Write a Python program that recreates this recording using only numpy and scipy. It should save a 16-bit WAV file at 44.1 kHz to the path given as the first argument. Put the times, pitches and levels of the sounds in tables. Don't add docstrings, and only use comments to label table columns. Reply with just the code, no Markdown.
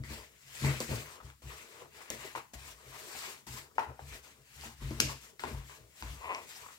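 import sys
import numpy as np
from scipy import signal
from scipy.fft import rfft, irfft, next_fast_len
from scipy.io import wavfile
from scipy.ndimage import uniform_filter1d, map_coordinates

SR = 44100
rng = np.random.default_rng(int(sys.argv[2]) if len(sys.argv) > 2 else 0)


def ratio_of_db(decibels):
    return 10 ** (np.asarray(decibels, float) / 20)


def to_wav(sig):
    pcm = np.clip(np.atleast_2d(sig), -1, 1) * 32767
    pcm = np.round(pcm).astype(np.int16)
    wavfile.write(sys.argv[1], SR, pcm.T)


N = 299174

SCENE_CHANGES = [0, 1.42, 2.534, 3.467, 5.392, 6.02, 6.79]

# (frequency [Hz], density [dB per Hz])
HUSH = [(25, -14), (134, 7), (270, -.4), (416, -12), (754, -17), (962, -6), (7310, -8.5), (16000, -29)]
# (frequency [Hz], density [dB per Hz])
HISS = [(3000, -31), (7000, 2), (10000, -2), (15700, 1)]
# (frequency [Hz], coherence [0 to 1])
ALIKE = [(100, 0.38), (300, 0.71), (800, 0.65), (2500, 0.29), (8000, 0.18), (14000, 0.26)]
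# (frequency [Hz], t60 [s])
KITCHEN = [(200, 0.27), (1000, .36), (4000, 0.41), (12000, 0.2)]

TABLE_HZ = (63.5, 92, 133.5)
# (frequency [Hz], level [dB], t60 [s])
PLANKS = [(228.4, -1.5, 0.26), (250, 1.5, 0.076), (307, 2, 0.096), (348, -10.5, 0.33)]
# (frequency [Hz], width [Hz], level [dB])
DRAG = [(229, 60, 0), (179, 42, -3), (99, 61, -2.5), (309, 99, -5.5)]
# (time [s], low mode [dB], second mode over it [dB], time to fall 20 dB [s])
ROCKS = [(.004, -46, 6, .1), (.1, -46, -7, .17), (.47, -72, 7, .4), (.646, -38, 9, .17),
         (.908, -44, 7.5, .16), (1.255, -50.5, -2, .11), (1.46, -43.5, -5, .1), (1.85, -74, 9, .1),
         (1.964, -68, -8, .06), (2.142, -61, 1.5, .2), (2.36, -72, 14, .08), (2.563, -54, -7, .28),
         (2.871, -61.5, 4, .18), (3.17, -64, -10.5, .12), (3.505, -52, 2.5, .15), (3.776, -71, -8, .15),
         (3.896, -50, 0.2, .085), (4.03, -49, -7, .2), (4.116, -53, -10.5, .1), (4.394, -74, 5, .15),
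         (4.575, -55, -5, .33), (4.84, -36, -4, .13), (4.92, -45, 0.2, .25), (5.05, -41, 2.5, .13),
         (5.45, -54, 0.2, .2), (5.54, -40.5, -2.5, .16), (5.815, -59, -1.5, .1), (6.04, -40.5, -12, .17),
         (6.11, -43, -8, .09), (6.26, -63, -8, .12), (6.606, -72, 5, .15)]
# (time [s], peak level [dB])
KNOCKS = [(0.038, -51), (0.107, -45.5), (0.148, -50), (0.62, -39.5), (0.643, -34), (0.689, -37),
          (0.805, -40), (0.891, -38), (0.923, -35.5), (1.228, -57), (1.438, -56.5), (2.103, -47),
          (2.135, -49), (2.351, -63), (2.534, -51), (3.151, -54), (3.474, -50.5), (3.54, -56), (3.865, -57),
          (4.017, -65), (4.583, -59), (4.657, -48.5), (4.818, -46), (4.908, -35), (4.999, -37),
          (5.037, -37), (5.395, -62), (5.468, -45), (5.512, -44), (6.026, -51)]

# (frequency [Hz], density [dB per Hz])
FIZZ = [(1940, -6.5), (3300, -3), (4450, -1), (6570, -1.5), (7480, 1.2), (9580, -8), (14100, -6.5),
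        (15600, -13)]
# (frequency [Hz], width [Hz], level [dB])
SMACK = [(1993, 960, -7.5), (3000, 900, -4), (3480, 1300, -8)]
# (frequency [Hz], width [Hz], level [dB])
AIR = [(1022, 350, 30), (1460, 100, -20), (836, 600, -4)]
# (frequency [Hz], width [Hz], level [dB])
WALL = [(420, 74, 5.5), (508, 300, -3), (356, 69, 0), (636, 45, 1)]
# (peak time [s], fizz [dB], time to climb 20 dB [s], time to fall 20 dB [s], depth [dB])
STROKES = [(.11, -49.5, .07, .21, -7), (.665, -42, .22, .22, -6), (.914, -44, .06, .2, -7),
           (1.12, -55, .3, .1, .2), (1.27, -60, .1, .08, -1.5), (1.501, -53.5, .15, .3, -6),
           (1.79, -59, .45, .11, -1.5), (1.97, -57.5, .1, .38, -.6), (2.25, -53.5, .17, .13, .2),
           (2.692, -53, .45, .08, -6), (2.95, -55.5, .2, .2, -1.5), (3.24, -44.5, .45, .17, -11),
           (3.565, -47, .4, .11, -11), (4.124, -52.5, .17, .12, -6.5), (4.256, -58, .07, .13, -4),
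           (4.66, -50.5, .24, .11, -7.5), (4.825, -55, .08, .4, -2.5), (5.128, -51, .12, .035, -15),
           (5.256, -55, .25, .085, -13), (5.44, -53.5, .03, .3, .2), (5.7, -57, .1, .17, -6),
           (6.013, -52, .11, .1, -13), (6.356, -58.5, .2, .3, -5), (6.51, -51.5, .08, .2, -16),
           (6.63, -56, .3, .3, -10.5)]
# (time [s], fizz [dB], time to fall 20 dB [s], depth [dB], wall over air [dB])
TEARS = [(.041, -61, .12, -4, 2.5), (.809, -43, .09, -5, 2.5), (1.304, -72, .07, 9, -7),
         (2.107, -45, .03, -9, 2.5), (2.12, -50, .3, -4.5, -1.5), (2.357, -51, .09, 7, -5),
         (2.54, -48, .03, -7, -5), (3.755, -64, .15, -9, 6), (3.79, -63, .13, 22, -6),
         (3.997, -68, .08, 9, 4), (4.912, -58, .2, .2, .2), (5.008, -44, .18, -12, 8),
         (5.085, -47, .09, -19, .2), (5.399, -53, .09, -5, .2), (6.029, -54, .5, -3.5, -2.5)]
# (peak time [s], air [dB], time to climb 20 dB [s], time to fall 20 dB [s], wall over air [dB])
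SQUEEZES = [(.14, -67, .2, .24, 8), (.65, -49, .05, .17, 5), (.914, -55, .03, .15, 11),
            (1.2, -61, .2, .1, .2), (1.5, -67, .4, .4, 6), (1.83, -57, .1, .07, .2),
            (2.79, -64, .15, .15, -11), (3.05, -60, .45, .2, .2), (3.12, -58, .1, .1, -8),
            (3.23, -55, .08, .08, -10), (3.3, -59, .1, .15, .5), (3.62, -61, .1, .14, .2),
            (3.9, -65, .2, .1, 7), (4.16, -68, .2, .1, 6), (4.4, -78, .3, .1, 9),
            (5.108, -48.5, .1, .07, -9), (5.32, -76, .2, .1, 8), (5.445, -53, .02, .15, 5),
            (5.84, -78, .3, .15, 12), (6.31, -47, .17, .13, -4), (6.42, -62, .1, .1, 3),
            (6.63, -57, .2, .12, -14)]

# (time [s], peak level [dB], pitch [Hz], room level [dB])
SNAPS = [(0.0363, -45, 2070, 5), (0.1007, -49, 2380, 3), (0.6474, -34, 2120, 2), (0.8031, -33, 6700, -6),
         (1.3009, -54, 2280, -16), (1.4296, -63, 7180, 8.5), (2.1021, -32, 6700, -14),
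         (2.3506, -47, 2130, -12), (2.5356, -47, 6500, -6), (2.991, -50, 1900, -5), (3.1894, -42, 4600, 2),
         (3.469, -58, 7920, 17), (3.7813, -57, 1950, 10), (4.6114, -47, 4520, 8.5), (4.9072, -48, 5070, -2),
         (5.0007, -23, 5260, -5), (5.3946, -40, 2130, -15), (5.4365, -40.5, 2250, -6),
         (6.0237, -40.5, 2520, -7), (6.3475, -34.5, 2480, -13), (6.4906, -47, 7140, 17)]
# (time [s], peak level [dB], pitch [Hz], room level [dB])
SECOND_SNAPS = [
    (5.0033, -20.5, 5200, -6),
    (5.0015, -20.5, 2750, -7),
    (3.7815, -45, 2700, -2),
    (5.0078, -33, 5600, -6),
    (.8038, -34, 4700, -9),
    (5.0022, -31, 7100, 1.5),
    (2.1025, -40, 3000, -12),
]
# (frequency [Hz], level [dB])
SNAP_COLOUR = [(3000, .1), (7000, 1.5), (10000, -5), (13000, .5), (15500, -5)]
# (frequency [Hz], left over right [dB])
SNAP_PAN = [(2000, -.5), (4500, -4), (9000, -2.5)]
# (time [s], peak level [dB], pitch [Hz], room level [dB])
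POPS = [(0.104, -47, 410, -3), (0.646, -36, 950, -2), (0.8035, -35, 520, -11), (0.891, -46, 506, 1),
        (1.202, -49, 1260, -7), (1.301, -54, 1350, -12), (1.505, -49.5, 1210, 7), (1.819, -48, 460, -3),
        (2.103, -43.5, 542, -1.5), (2.138, -58, 500, -12), (2.252, -47.5, 420, -7), (2.351, -35, 993, -9),
        (2.375, -42, 900, -8), (2.535, -53, 700, 2), (2.865, -61, 440, 8), (3.151, -48, 780, -6),
        (3.279, -52, 420, 2), (3.47, -51, 930, 12), (3.782, -23, 926, -6), (3.9915, -42, 800, -11),
        (4.636, -49, 850, 4.5), (4.908, -47, 600, -17), (5.001, -28.5, 1510, -23), (5.397, -48, 1410, 5),
        (5.437, -33, 985, -5), (5.438, -41, 400, -7), (5.547, -49, 950, -6), (5.696, -53, 1070, 4),
        (6.024, -44, 1020, -3), (6.241, -47, 1030, -3), (6.687, -52, 1290, -1.5), (6.705, -54, 1100, -5)]
# (multiple of the pitch, level [dB])
POCKET = [(1.42, -9), (2.02, -12), (2.65, -17)]

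# (peak time [s], level [dB], time to climb [s], time to fall 20 dB [s])
CREAK = [
    (6.213, -53, .01, .08),
    (6.243, -45, .012, .06),
    (6.303, -37, .07, .09),
    (6.356, -42, .03, .09),
]
# (frequency [Hz], width [Hz], level [dB])
RIM = [(1035, 80, 1.5), (600, 190, -9.5), (1960, 250, -12), (2650, 350, -11)]

# (frequency [Hz], left over right [dB])
LEFT = [(100, 3.3), (300, 3.3), (600, 3.5), (1500, 8), (4000, 1.2), (8000, 7), (13000, 6.3)]

ROCK_RISE_S, TEAR_RISE_S = .035, .008
RISE_BEND, ROCK_BEND, STROKE_BEND, TEAR_BEND = 1.05, 1.35, 1.6, 1.3
SECOND_STEEPER = 1.25
SMACK_LATE, BOWL_LATE, BOWL_STEEPER = 1.05, 1.9, 1.25
TREMBLE_DB = -81
SMACK_DB, SMACK_DEPTH, WALL_DB = 1.5, .4, -5.5
PATCHY_DB = 2
USUAL_HZ, ENDS = 1000, 1.6
MOST_WET_DB = 2
LEAD = 8.67
BASS_CUT_HZ, TOP_HZ = 50, 15900


def along(points, hz):
    f, v = np.transpose(points)
    return np.interp(np.log(hz + 1), np.log(f + 1), v)


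def unit(x):
    return x / np.sqrt(np.mean(x ** 2) + 1e-20)


def wobble(rate):
    at = np.arange(0, N + 16, 16)
    knots = rng.standard_normal(int(N * rate / SR) + 4)
    return np.interp(np.arange(N), at, map_coordinates(knots, [at * rate / SR]))


def filtered(x, response):
    m = next_fast_len(N + SR // 2)
    return irfft(rfft(x, m) * response(np.fft.rfftfreq(m, 1 / SR)), m)[..., :N]


def resonant(modes):
    def response(f):
        total = 0
        for k, (centre, width, db) in enumerate(modes):
            damping = 1j * f * width
            total = total + (-1) ** k * ratio_of_db(db) * damping / (centre * centre - f * f + damping)
        return total
    return response


def sides(pan_db):
    return ratio_of_db(np.array([pan_db / 2, -pan_db / 2]))


def grains(colour, spiky_db, lumpy_db, rate):
    size = ratio_of_db(spiky_db * np.minimum(rng.exponential(size=N), 7) + lumpy_db * wobble(rate))
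    z = signal.stft(size * rng.standard_normal((2, N)), nperseg=512)[2]
    patches = uniform_filter1d(rng.standard_normal(z.shape[1:]), size=4, axis=0)
    patches = uniform_filter1d(patches, size=9, axis=1)
    pair = signal.istft(z * ratio_of_db(PATCHY_DB * unit(patches)), nperseg=512)[1][:, :N]

    def mid_side(hz):
        turn = np.arccos(np.clip(along(ALIKE, hz), -1, 1)) / 2
        return colour(hz) * np.array([np.cos(turn), np.sin(turn)])

    mid, side = filtered(pair, mid_side)
    return unit(np.array([mid + side, mid - side]))


def swells(s, rise_s, fall_s, bend, late=1, steeper=1):
    s, t = np.asarray(s)[:, None], np.arange(N * 1000 // SR + 2) / 1000
    climb = late * (abs(s - t) / np.reshape(rise_s, (-1, 1))) ** RISE_BEND
    fall = steeper * (abs(t - s) / np.reshape(fall_s, (-1, 1))) ** np.reshape(bend, (-1, 1))
    event_view = np.searchsorted(SCENE_CHANGES, s, side="right")
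    inside = event_view == np.searchsorted(SCENE_CHANGES, t, side="right")
    return np.where(inside, -20 * np.where(t < s, climb, fall), -200)


def joined(peak_db, shape_db):
    power = np.sum(ratio_of_db(np.reshape(peak_db, (-1, 1)) + shape_db) ** 2, axis=0)
    return np.interp(np.arange(N) * 1000 / SR, np.arange(len(power)), np.sqrt(power))


def add(track, s, sound):
    a = round(s * SR)
    change_s = min(c for c in SCENE_CHANGES if c > s + .005)
    b = min(a + sound.shape[-1], N, round(change_s * SR))
    track[..., a:b] += sound[..., :b - a]


def hush():
    return ratio_of_db(-70) * grains(lambda hz: ratio_of_db(along(HUSH, hz)), spiky_db=.1, lumpy_db=.5, rate=8)


def hiss():
    return ratio_of_db(-70.5) * grains(lambda hz: ratio_of_db(along(HISS, hz)), spiky_db=.1, lumpy_db=.5, rate=8)


def table():
    t = np.arange(N) / SR
    s, low_db, over_db, fall_s = np.transpose(ROCKS)
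    shape = swells(s, ROCK_RISE_S, fall_s, ROCK_BEND)
    low = ratio_of_db(TREMBLE_DB) + joined(low_db, shape)
    second = ratio_of_db(TREMBLE_DB - 5) + joined(low_db + over_db, SECOND_STEEPER * shape)
    middle = ratio_of_db(-7) * np.sqrt(low * second)
    ring = np.zeros(N)
    for hz, gain in zip(TABLE_HZ, (low, middle, second)):
        uneven = np.sqrt(2) * gain * ratio_of_db(2.7 * wobble(35))
        ring += uneven * np.sin(2 * np.pi * hz * t + 1.43 * wobble(16))
    shudder = grains(resonant(DRAG), spiky_db=2.7, lumpy_db=3.5, rate=31)[0]
    ring += ratio_of_db(-11.5) * second * shudder

    t = t[:SR // 3]
    push = (1 - t / 0.00052) * np.exp(-t / 0.002)
    soft_start = 1 - np.exp(-t / 0.0022)
    for s, db in KNOCKS:
        modes = np.zeros(len(t))
        for hz, level, t60 in PLANKS:
            modes += ratio_of_db(level + rng.normal(0, 2.6) - 60 * t / t60) * np.sin(2 * np.pi * hz * t)
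        add(ring, s, ratio_of_db(db - 3.5) * (modes + .9 * push) * soft_start)
    return ring


def hands():
    tears = [(s, db, TEAR_RISE_S, fall_s, depth) for s, db, fall_s, depth, _ in TEARS]
    s, db, rise_s, fall_s, depth = np.transpose(STROKES + tears)
    squeeze_s, squeeze_db, squeeze_rise_s, squeeze_fall_s, squeeze_wall = np.transpose(SQUEEZES)
    bend = [STROKE_BEND] * len(STROKES) + [TEAR_BEND] * len(TEARS)
    fizz = joined(db, swells(s, rise_s, fall_s, bend))
    smack_db = db + SMACK_DB + SMACK_DEPTH * depth
    smack = joined(smack_db, swells(s, rise_s, fall_s, bend, SMACK_LATE))
    stirred = swells(s, rise_s, fall_s, bend, BOWL_LATE, BOWL_STEEPER)
    squeezed = swells(squeeze_s, squeeze_rise_s, squeeze_fall_s, STROKE_BEND)
    bowl = np.vstack([stirred, squeezed])
    air_db = np.r_[db + depth, squeeze_db]
    wall_over_air = np.r_[[WALL_DB] * len(STROKES), [row[-1] for row in TEARS], squeeze_wall]
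    return fizz, smack, joined(air_db, bowl), joined(air_db + wall_over_air, bowl)


def rubbing():
    bright, wet, hollow, dull = hands()
    fizz = bright * grains(lambda hz: ratio_of_db(along(FIZZ, hz)), spiky_db=2.0, lumpy_db=1.6, rate=50)
    smack = wet * grains(lambda hz: abs(resonant(SMACK)(hz)) ** 1.1, spiky_db=2.5, lumpy_db=1.5, rate=30)
    air = hollow * grains(lambda hz: abs(resonant(AIR)(hz)) ** 1.17, spiky_db=1.0, lumpy_db=2.5, rate=99)
    wall = dull * grains(lambda hz: abs(resonant(WALL)(hz)) ** 1.09, spiky_db=1.0, lumpy_db=1.6, rate=35)
    drag = ratio_of_db(-8) * dull * grains(resonant(DRAG), spiky_db=0.6, lumpy_db=5, rate=25)
    return fizz + smack + air + wall + drag


def kitchen(x):
    hz, t, z = signal.stft(rng.standard_normal((2, SR // 2)), SR, nperseg=256)
    decay = ratio_of_db(-60 * t / along(KITCHEN, hz)[:, None])
    tail = signal.istft(z * decay, SR, nperseg=256)[1]
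    tail = np.pad(tail / np.linalg.norm(tail[0]), ((0, 0), (260, 0)))
    return signal.fftconvolve(x[None], tail, axes=1)


def bursts(events, cycles, rough, reach, echo_s, echo_db, overtones=()):
    out, t = np.zeros((2, N)), np.arange(SR // 50) / SR
    for s, db, hz, room_db in events:
        decay = np.exp(-(t * np.sqrt(hz * max(hz, USUAL_HZ)) / cycles) ** ENDS)
        fade = decay * (1 - np.exp(-t * hz * 3))
        ring = sum(ratio_of_db(level) * np.sin(2 * np.pi * k * hz * t) for k, level in [(1, 0), *overtones])
        band = signal.butter(2, [hz / 2, min(reach * hz, 15000)], "bandpass", fs=SR)
        edge = unit(signal.lfilter(*band, rng.standard_normal(len(t)))) * np.exp(-t / 0.0011)
        burst = ratio_of_db(db + 8.5) * (fade * ring + rough * edge)
        radiated = signal.butter(3, [hz / 3.5, min(3.7 * hz, 17000)], "bandpass", fs=SR)
        burst = signal.lfilter(*radiated, burst)
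        add(out, s + 0.00036, burst)
        add(out, s + 0.00036 + echo_s, ratio_of_db(echo_db) * burst)
        add(out, s + .0004, ratio_of_db(min(room_db, MOST_WET_DB)) * kitchen(burst))
    return out


def snaps():
    events = SNAPS + SECOND_SNAPS
    dry_snaps = bursts(events, cycles=2.95, rough=0.57, reach=2.3, echo_s=0.0024, echo_db=-16.5)
    return filtered(dry_snaps, lambda hz: ratio_of_db(along(SNAP_COLOUR, hz)) * sides(along(SNAP_PAN, hz)))


def pops():
    return bursts(POPS, cycles=2.8, rough=0.32, reach=1.46, echo_s=.0078, echo_db=-8, overtones=POCKET)


def creak(slip_hz, scatter, uneven_db):
    count = int(N * slip_hz / SR)
    gaps = SR / slip_hz * (1 + scatter * rng.uniform(-1, 1, count))
    at = np.cumsum(gaps).astype(int)
    slips = np.bincount(at, ratio_of_db(uneven_db * rng.standard_normal(count)), minlength=N)[:N]
    s, db, rise_s, fall_s = np.transpose(CREAK)
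    grip = joined(db, swells(s, rise_s, fall_s, bend=1.4))
    return -grip * unit(filtered(slips, resonant(RIM)))


def scene():
    background = hush() + hiss()
    dough = table() + rubbing() + creak(slip_hz=210, scatter=.2, uneven_db=1.6)
    return background + dough + snaps() + pops()


def band_limit(x):
    return signal.sosfilt(signal.butter(12, 16970, fs=SR, output="sos"), x)


def record(dry):
    def ports(hz):
        lead = np.exp(1j * np.pi * hz * LEAD / SR * np.array([[1], [-1]]))
        bass_cut = hz ** 2 / np.hypot(hz ** 2, BASS_CUT_HZ ** 2)
        return lead * sides(along(LEFT, hz)) * (hz < TOP_HZ) * bass_cut

    mix = filtered(dry, ports)
    return band_limit(mix)


dry = scene()
out = record(dry)
to_wav(out)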